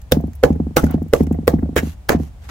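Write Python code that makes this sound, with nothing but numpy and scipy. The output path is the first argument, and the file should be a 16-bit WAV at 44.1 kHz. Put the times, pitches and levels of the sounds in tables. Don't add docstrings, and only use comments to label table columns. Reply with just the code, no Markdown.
import sys
import numpy as np
from scipy import signal
from scipy.fft import rfft, irfft
from scipy.io import wavfile

SR = 44100
rng = np.random.default_rng(int(sys.argv[2]) if len(sys.argv) > 2 else 0)


def dump_mix(stems):
    frames = np.atleast_2d(stems).T
    limited = np.clip(frames, -1, 1)
    pcm = np.round(limited * 32767).astype(np.int16)
    wavfile.write(sys.argv[1], SR, pcm)


N = 110250
T = np.arange(round(.4 * SR)) / SR
BEND_LEAD_S = 0.0022


def amp(db):
    return 10 ** (np.asarray(db) / 20)


def unit(x):
    return x / np.sqrt(np.mean(x ** 2) + 1e-20)


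def read(points, hz):
    f, value = np.transpose(points)
    return np.interp(np.log(hz + 1), np.log(f), value)


def add(mix, s, sound):
    part = mix[:, max(round(s * SR), 0):][:, :sound.shape[1]]
    part += sound[:, :part.shape[1]]


def pan(db):
    return amp([[db / 2], [-db / 2]])


def fade(t, t60):
    return np.exp(-np.log(1000) * np.maximum(t, 0) / t60)


def heard(lag_s):
    return np.maximum(T - np.array([[max(-lag_s, 0)], [max(lag_s, 0)]]), 0)


def colour(x, points, tilt_db=0, ring_hz=1000, ring_db=0, ring_octaves=0.26):
    size = 2048
    ripple_db, ripple_width = 3, .05
    hz = abs(np.fft.fftfreq(size, 1 / SR))
    octaves = np.log2(1 + hz / 1000)
    knots = np.arange(0, 5, 2 * ripple_width)
    ripple = np.interp(octaves, knots, rng.standard_normal(len(knots)))
    ring = np.exp(-(np.log2((hz + 1) / ring_hz) / ring_octaves) ** 2)
    gain_db = read(points, hz) + tilt_db * octaves + ring_db * ring + ripple_db * ripple
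    log_gain = np.log(amp(gain_db))
    response = np.exp(np.conj(signal.hilbert(log_gain)))
    taps = np.fft.ifft(response).real[:size // 2]
    taps = taps / np.linalg.norm(taps)
    return signal.fftconvolve(x, taps[None], axes=1)[:, :x.shape[1]]


def grains(per_s, spread_db, grain_s, shared):
    hits = rng.random(len(T)) < per_s / SR
    size = amp(spread_db * np.minimum(rng.exponential(1, len(T)), 4)) * hits
    power = signal.lfilter([1], [1, -np.exp(-1 / (grain_s * SR))], size ** 2)
    noise = rng.standard_normal((3, len(T)))
    shared = np.clip(shared, 0, 1)
    stereo = np.sqrt(shared) * noise[0] + np.sqrt(1 - shared) * noise[1:]
    return unit(np.sqrt(power) * stereo)


def background():
    # (frequency [Hz], relative level [dB])
    air_colour = [(20, -32), (45, -10), (80, -5), (130, -19.5), (250, -32.5), (400, -40), (700, -37),
                  (1200, -45.5), (2500, -49.5), (5000, -55.5), (7000, -55.5), (16000, -62.5)]
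    air_db, hum_db, hum_hz = -36.5, -38, 64.9
    hz, t = np.fft.rfftfreq(N, 1 / SR), np.arange(N) / SR
    noise = rfft(rng.standard_normal((4, N)))
    same = 1 / (1 + (hz / 500) ** 2)
    stereo = np.sqrt(same) * noise[0] + np.sqrt(1 - same) * noise[1:3]
    air = unit(irfft(stereo * amp(read(air_colour, hz)), N))
    waver = .25 * unit(irfft(noise[3] * np.exp(-(hz / 5) ** 2), N))
    hum = unit((1 + waver) * np.sin(2 * np.pi * hum_hz * t + waver))
    return amp(air_db) * air + amp(hum_db) * hum


def chips_and_bursts():
    # (time [s], level [dB], treble tilt [dB per octave])
    chip_table = [(0.0157, -42, -4.5), (0.208, -41, 1), (0.271, -49, -3), (0.3325, -43.5, -5),
                  (0.351, -34, 4.5), (0.5271, -43.5, -9.5), (0.7972, -28, 1), (.841, -28.5, -6),
                  (0.8652, -38, -7), (.9093, -27, 7), (0.929, -43, -17), (0.94, -40, -11), (1.026, -44, -2),
                  (1.0825, -45.5, 2), (1.162, -35, -10), (1.232, -35, -1), (1.267, -39, -9.5),
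                  (1.3263, -40, -5)]
    # (time [s], length [s], level [dB], treble tilt [dB per octave])
    burst_table = [(0.11, 0.062, -59, 8), (0.45, 0.09, -49, -3.5), (0.776, 0.12, -40.5, -2),
                   (0.875, 0.096, -35.5, -12), (1.14, 0.12, -44.5, -1.5), (1.485, 0.088, -45.5, -5.5),
                   (1.815, .14, -42, -2.5), (2.102, 0.082, -31.5, -11.5), (2.179, .13, -50.5, -2),
                   (2.413, 0.1, -49.5, -5.5), (2.484, 0.07, -31, -7.5)]
    # (frequency [Hz], relative level [dB])
    chip_colour = [(500, -35), (2000, -6.5), (4000, -12.5), (6500, -2), (9000, -7), (12000, 1.5),
                   (16000, 0.5)]
    burst_colour = [(200, -5.5), (700, 3), (1600, 0), (3000, 0), (4500, -1.5), (6500, 2.5), (9000, -5.5),
                    (12500, 2), (16000, -9)]
    out = np.zeros((2, N))
    for s, db, tilt_db in chip_table:
        tick = grains(per_s=2000, spread_db=0.5, grain_s=0.00013, shared=0.17) * fade(T, 0.033)
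        add(out, s, amp(db) * colour(tick, chip_colour, tilt_db))
    for s, length, db, tilt_db in burst_table:
        arch = np.sin(np.pi * np.minimum(T / length, 1) ** 0.67)
        for _ in range(4):
            burst = grains(per_s=800, spread_db=3, grain_s=.0008, shared=.15)
            add(out, s, amp(db) / 2 * colour(arch * burst, burst_colour, tilt_db))
    return out


def ice_note(note_hz):
    # (nominal multiple of the note, level [dB], t60 [s])
    ice_modes = [(1, 3, 0.032), (.86, -33.5, 0.089), (1.15, -14, 0.055), (1.36, -25, 0.084),
                 (1.6, -13, 0.022), (2.35, -23.5, 0.031), (3.05, -36.5, 0.1), (3.9, -7.5, 0.0082)]
    t = heard(.00008)
    detune = rng.uniform(-0.83, 1, len(ice_modes))
    note = 0
    for (ratio, db, t60), d in zip(ice_modes, detune):
        hz = note_hz * ratio ** (1 + 0.124 * d)
        note = note + amp(db) * fade(t, t60) * np.sin(2 * np.pi * hz * t)
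    return pan(-3.5) * note


def tub_thud():
    # (frequency [Hz], level [dB], t60 [s], direction of swing [signed factor])
    tub_modes = [(73.7, -8, 0.22, -0.64), (88.15, -5, 0.91, -0.081), (155.5, -3, 0.11, -0.75),
                 (202.1, -21, 0.15, 0.52), (229.2, 7.5, 0.03, 0.63), (277, -2, 0.058, 0.2),
                 (600, -16.5, 0.029, -0.48), (703, -19, 0.024, 0.74)]
    from_hz, to_hz, glide_s, peak_s, bend_db = 1667, 188.7, 0.0009714, 0.0086, -7
    settle_s = 0.0016
    t = heard(.00025)
    turns = to_hz * t + (from_hz - to_hz) * glide_s * (1 - np.exp(-t / glide_s))
    swell = (t / peak_s * np.exp(1 - t / peak_s)) ** 2
    bend = swell * np.sin(2 * np.pi * turns)
    u = np.maximum(t - BEND_LEAD_S - settle_s, 0)
    ring = 0
    for hz, db, t60, swing in tub_modes:
        ring = ring + swing * amp(db) * fade(u, t60) * np.sin(2 * np.pi * hz * u)
    soft = signal.butter(2, 1100, fs=SR, output="sos")
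    return pan(-0.5) * signal.sosfilt(soft, ring - amp(bend_db) * bend)


def blows():
    # (time [s], snap level [dB], snap ring [Hz], ring boost [dB],
    # crunch level [dB], crunch length before decay [s], crunch ring [Hz], ring boost [dB],
    # crunch tilt [dB per octave], hollow note [Hz], note level [dB], note delay [s],
    # first touch level [dB], tub level [dB])
    blow_table = [(0.1209, -2.5, 3380, 16, -24.5, 0.0025, 5140, 17, 1, 510.5, -1.5, 0.0013, -13, 1),
                  (0.436, -10.5, 1360, 16.5, -15.5, 0.014, 810, 1.5, -1.5, 492, 8.5, 0.00094, -2, -4),
                  (0.7675, -6.5, 6300, 3, -12, 0.013, 1550, 4, 1.5, 500, -2, 0.00093, -11, -8),
                  (1.1351, -9, 1106, 7, -23.5, 0.014, 765, 7, 0.5, 482.5, 5, 0.00045, -2.5, -13),
                  (1.4778, -6, 2020, 8, -23, 0.015, 1090, 5.5, 1, 481, 1, .001, -11, -3),
                  (1.763, -16, 6700, 0, -14.5, 0.022, 2150, 9, 1.5, 503, -8.5, 0.00098, -26, -6),
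                  (2.0927, -6, 1610, 8, -16.5, 0.031, 1480, 4, -1, 461, -7.5, 0.0095, -20, -10)]
    # (frequency [Hz], relative level [dB])
    snap_colour = [(150, 15), (600, 10), (1500, 10), (3200, -0.5), (5500, 1), (8500, -4), (12000, -2),
                   (16000, 3)]
    crunch_colour = [(120, 8.5), (450, 9), (900, -4), (1600, -4), (2600, -14), (4500, -18), (6500, -15.5),
                     (9000, -21), (15500, -20)]
    touch_lead_s, crunch_rise_s = 0.0066, 0.0052
    out = np.zeros((2, N))
    low = signal.butter(2, 170, fs=SR, output="sos")
    push = signal.sosfilt(low, tub_thud())
    press = np.minimum(T / touch_lead_s, 1)
    split = amp(5.5) * fade(T, 0.0086) + fade(T, 0.018)
    for (s, snap_db, ring_hz, ring_db, crunch_db, length, crunch_hz, boost_db,
         tilt_db, note_hz, note_db, delay, touch_db, tub_db) in blow_table:
        crackle = grains(per_s=12000, spread_db=1.0, grain_s=0.00091, shared=0.01)
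        snap = colour(crackle * split, snap_colour, 0, ring_hz, ring_db)
        snap_tail = amp(-24) * colour(crackle * fade(T, 0.14), snap_colour)

        crunch = grains(per_s=2700, spread_db=-1.5, grain_s=0.0008, shared=0.25)
        crunch = crunch * np.minimum(T / crunch_rise_s, 1) * fade(T - length, 0.081)
        crunch = colour(crunch, crunch_colour, tilt_db, crunch_hz, boost_db, ring_octaves=.65)

        scrape = grains(per_s=1300, spread_db=-5.0, grain_s=0.000073, shared=1.0)
        scrape = scrape * press * fade(T - touch_lead_s, 0.0023)
        scrape = amp(snap_db - 11) * colour(scrape, snap_colour, 1, ring_hz, ring_db)
        touch = amp(touch_db) * press * ice_note(note_hz)

        add(out, s - touch_lead_s, touch + scrape)
        add(out, s, amp(snap_db) * (snap + snap_tail))
        add(out, s + delay, amp(note_db) * ice_note(note_hz))
        add(out, s, amp(crunch_db) * pan(-2) * crunch)
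        add(out, s - BEND_LEAD_S, amp(tub_db) * push)
    return out


def clacks():
    # (time [s], frequency [Hz], level [dB])
    clack_table = [(0.1205, 3080, -18), (0.1205, 3750, -12), (0.1205, 4860, -15), (0.203, 680, -26.5),
                   (0.4355, 780, -7), (0.4355, 1560, -26), (0.768, 814, -5.5), (0.768, 2050, -12),
                   (0.775, 1440, -22), (0.796, 1360, -15.5), (0.868, 1470, -24), (0.934, 2880, -40),
                   (0.981, 632, -28.5), (1.135, 830, -10.5), (1.349, 696, -29.5), (1.4775, 1060, -17),
                   (1.658, 590, -29.5), (1.777, 2540, -29), (1.789, 1664, -10.5), (2.132, 720, -15)]
    out, t = np.zeros((2, N)), heard(0.00021)
    for s, hz, db in clack_table:
        t60 = .038 * np.sqrt(800 / hz)
        add(out, s, amp(db) * fade(t, t60) * np.sin(2 * np.pi * hz * t))
    return out


def rocking():
    # (time [s], thud level [dB], rattle level [dB])
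    thud_table = [(0.1683, -1.5, -27), (0.204, -25.5, -22.5), (0.2382, -8, -41), (0.2796, -18.5, -39),
                  (0.5028, -0.5, -44.5), (0.5591, -15, -22), (0.5995, -4, -39), (0.6668, -11.5, -71),
                  (0.7073, -20, -61), (0.8379, 1, -6), (0.8645, -12.5, -42), (0.9024, -13, -25),
                  (0.9418, -1.5, -29), (0.979, -28, -25), (1.0175, -9.5, -36), (1.0614, -21.5, -44.5),
                  (1.2056, 1.5, -11), (1.2336, -13, -45), (1.27, -11.5, -42), (1.31, -2, -26.5),
                  (1.3483, -26.5, -19), (1.3862, -9.5, -33), (1.4309, -21.5, -36), (1.5367, 0, -13.5),
                  (1.5904, -17.5, -15), (1.6293, -5, -17), (1.659, -28, -23), (1.6900, -12, -44),
                  (1.728, -21, -56), (1.8305, -7, -23.5), (1.8699, -17.5, -59), (2.1468, -1.5, -17),
                  (2.1993, -9, -21), (2.2323, -25.5, -55)]
    # (frequency [Hz], relative level [dB])
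    rattle_colour = [(200, 16.5), (500, 8.5), (850, -5.5), (1200, -18.5), (2000, -14), (3200, -53),
                     (7000, -64), (16000, -28)]
    lead_s, lead_db = 0.00604, -5
    out, thud = np.zeros((2, N)), tub_thud()
    jolt = np.where(T < lead_s, amp(lead_db), fade(T - lead_s, 0.033))
    for s, thud_db, rattle_db in thud_table:
        rattle = grains(per_s=7600, spread_db=3, grain_s=0.00022, shared=0.09) * jolt
        add(out, s - BEND_LEAD_S, amp(thud_db) * thud)
        add(out, s - lead_s, amp(rattle_db) * colour(rattle, rattle_colour))
    return out


def yard(x):
    # (frequency [Hz], t60 [s])
    yard_decay = [(100, 0.24), (500, 0.23), (2000, 0.22), (8000, 0.15), (16000, 0.17)]
    # (frequency [Hz], relative level [dB])
    yard_colour = [(100, 2.5), (300, 1.5), (490, -9.5), (750, 5.5), (1500, -16.5), (3500, -16.5),
                   (16000, -7)]
    hz, t, noise = signal.stft(rng.standard_normal((2, len(T))), SR, nperseg=256)
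    gain = amp(read(yard_colour, hz))[:, None]
    decay = fade(t, read(yard_decay, hz)[:, None])
    rise = np.minimum(t / 0.0036, 1)
    tail = signal.istft(noise * gain * decay * rise, SR)[1]
    return signal.fftconvolve(x, tail / np.linalg.norm(tail[0]), axes=1)[:, :N]


def microphones(x):
    side_from_hz = 240
    mid, hz = x.mean(0), np.fft.rfftfreq(N, 1 / SR)
    side = irfft(rfft(x - mid) * hz / np.hypot(hz, side_from_hz), N)
    return mid + side


def scene():
    yard_db = -19.5
    near = blows() + clacks() + rocking() + chips_and_bursts()
    return microphones(near + amp(yard_db) * yard(near)) + background()


def record(dry):
    edge = signal.firwin(255, 16000, window=("kaiser", 8), fs=SR)
    return signal.oaconvolve(np.clip(dry, -1, 1), edge[None], "same")


dry = scene()
out = record(dry)
dump_mix(out)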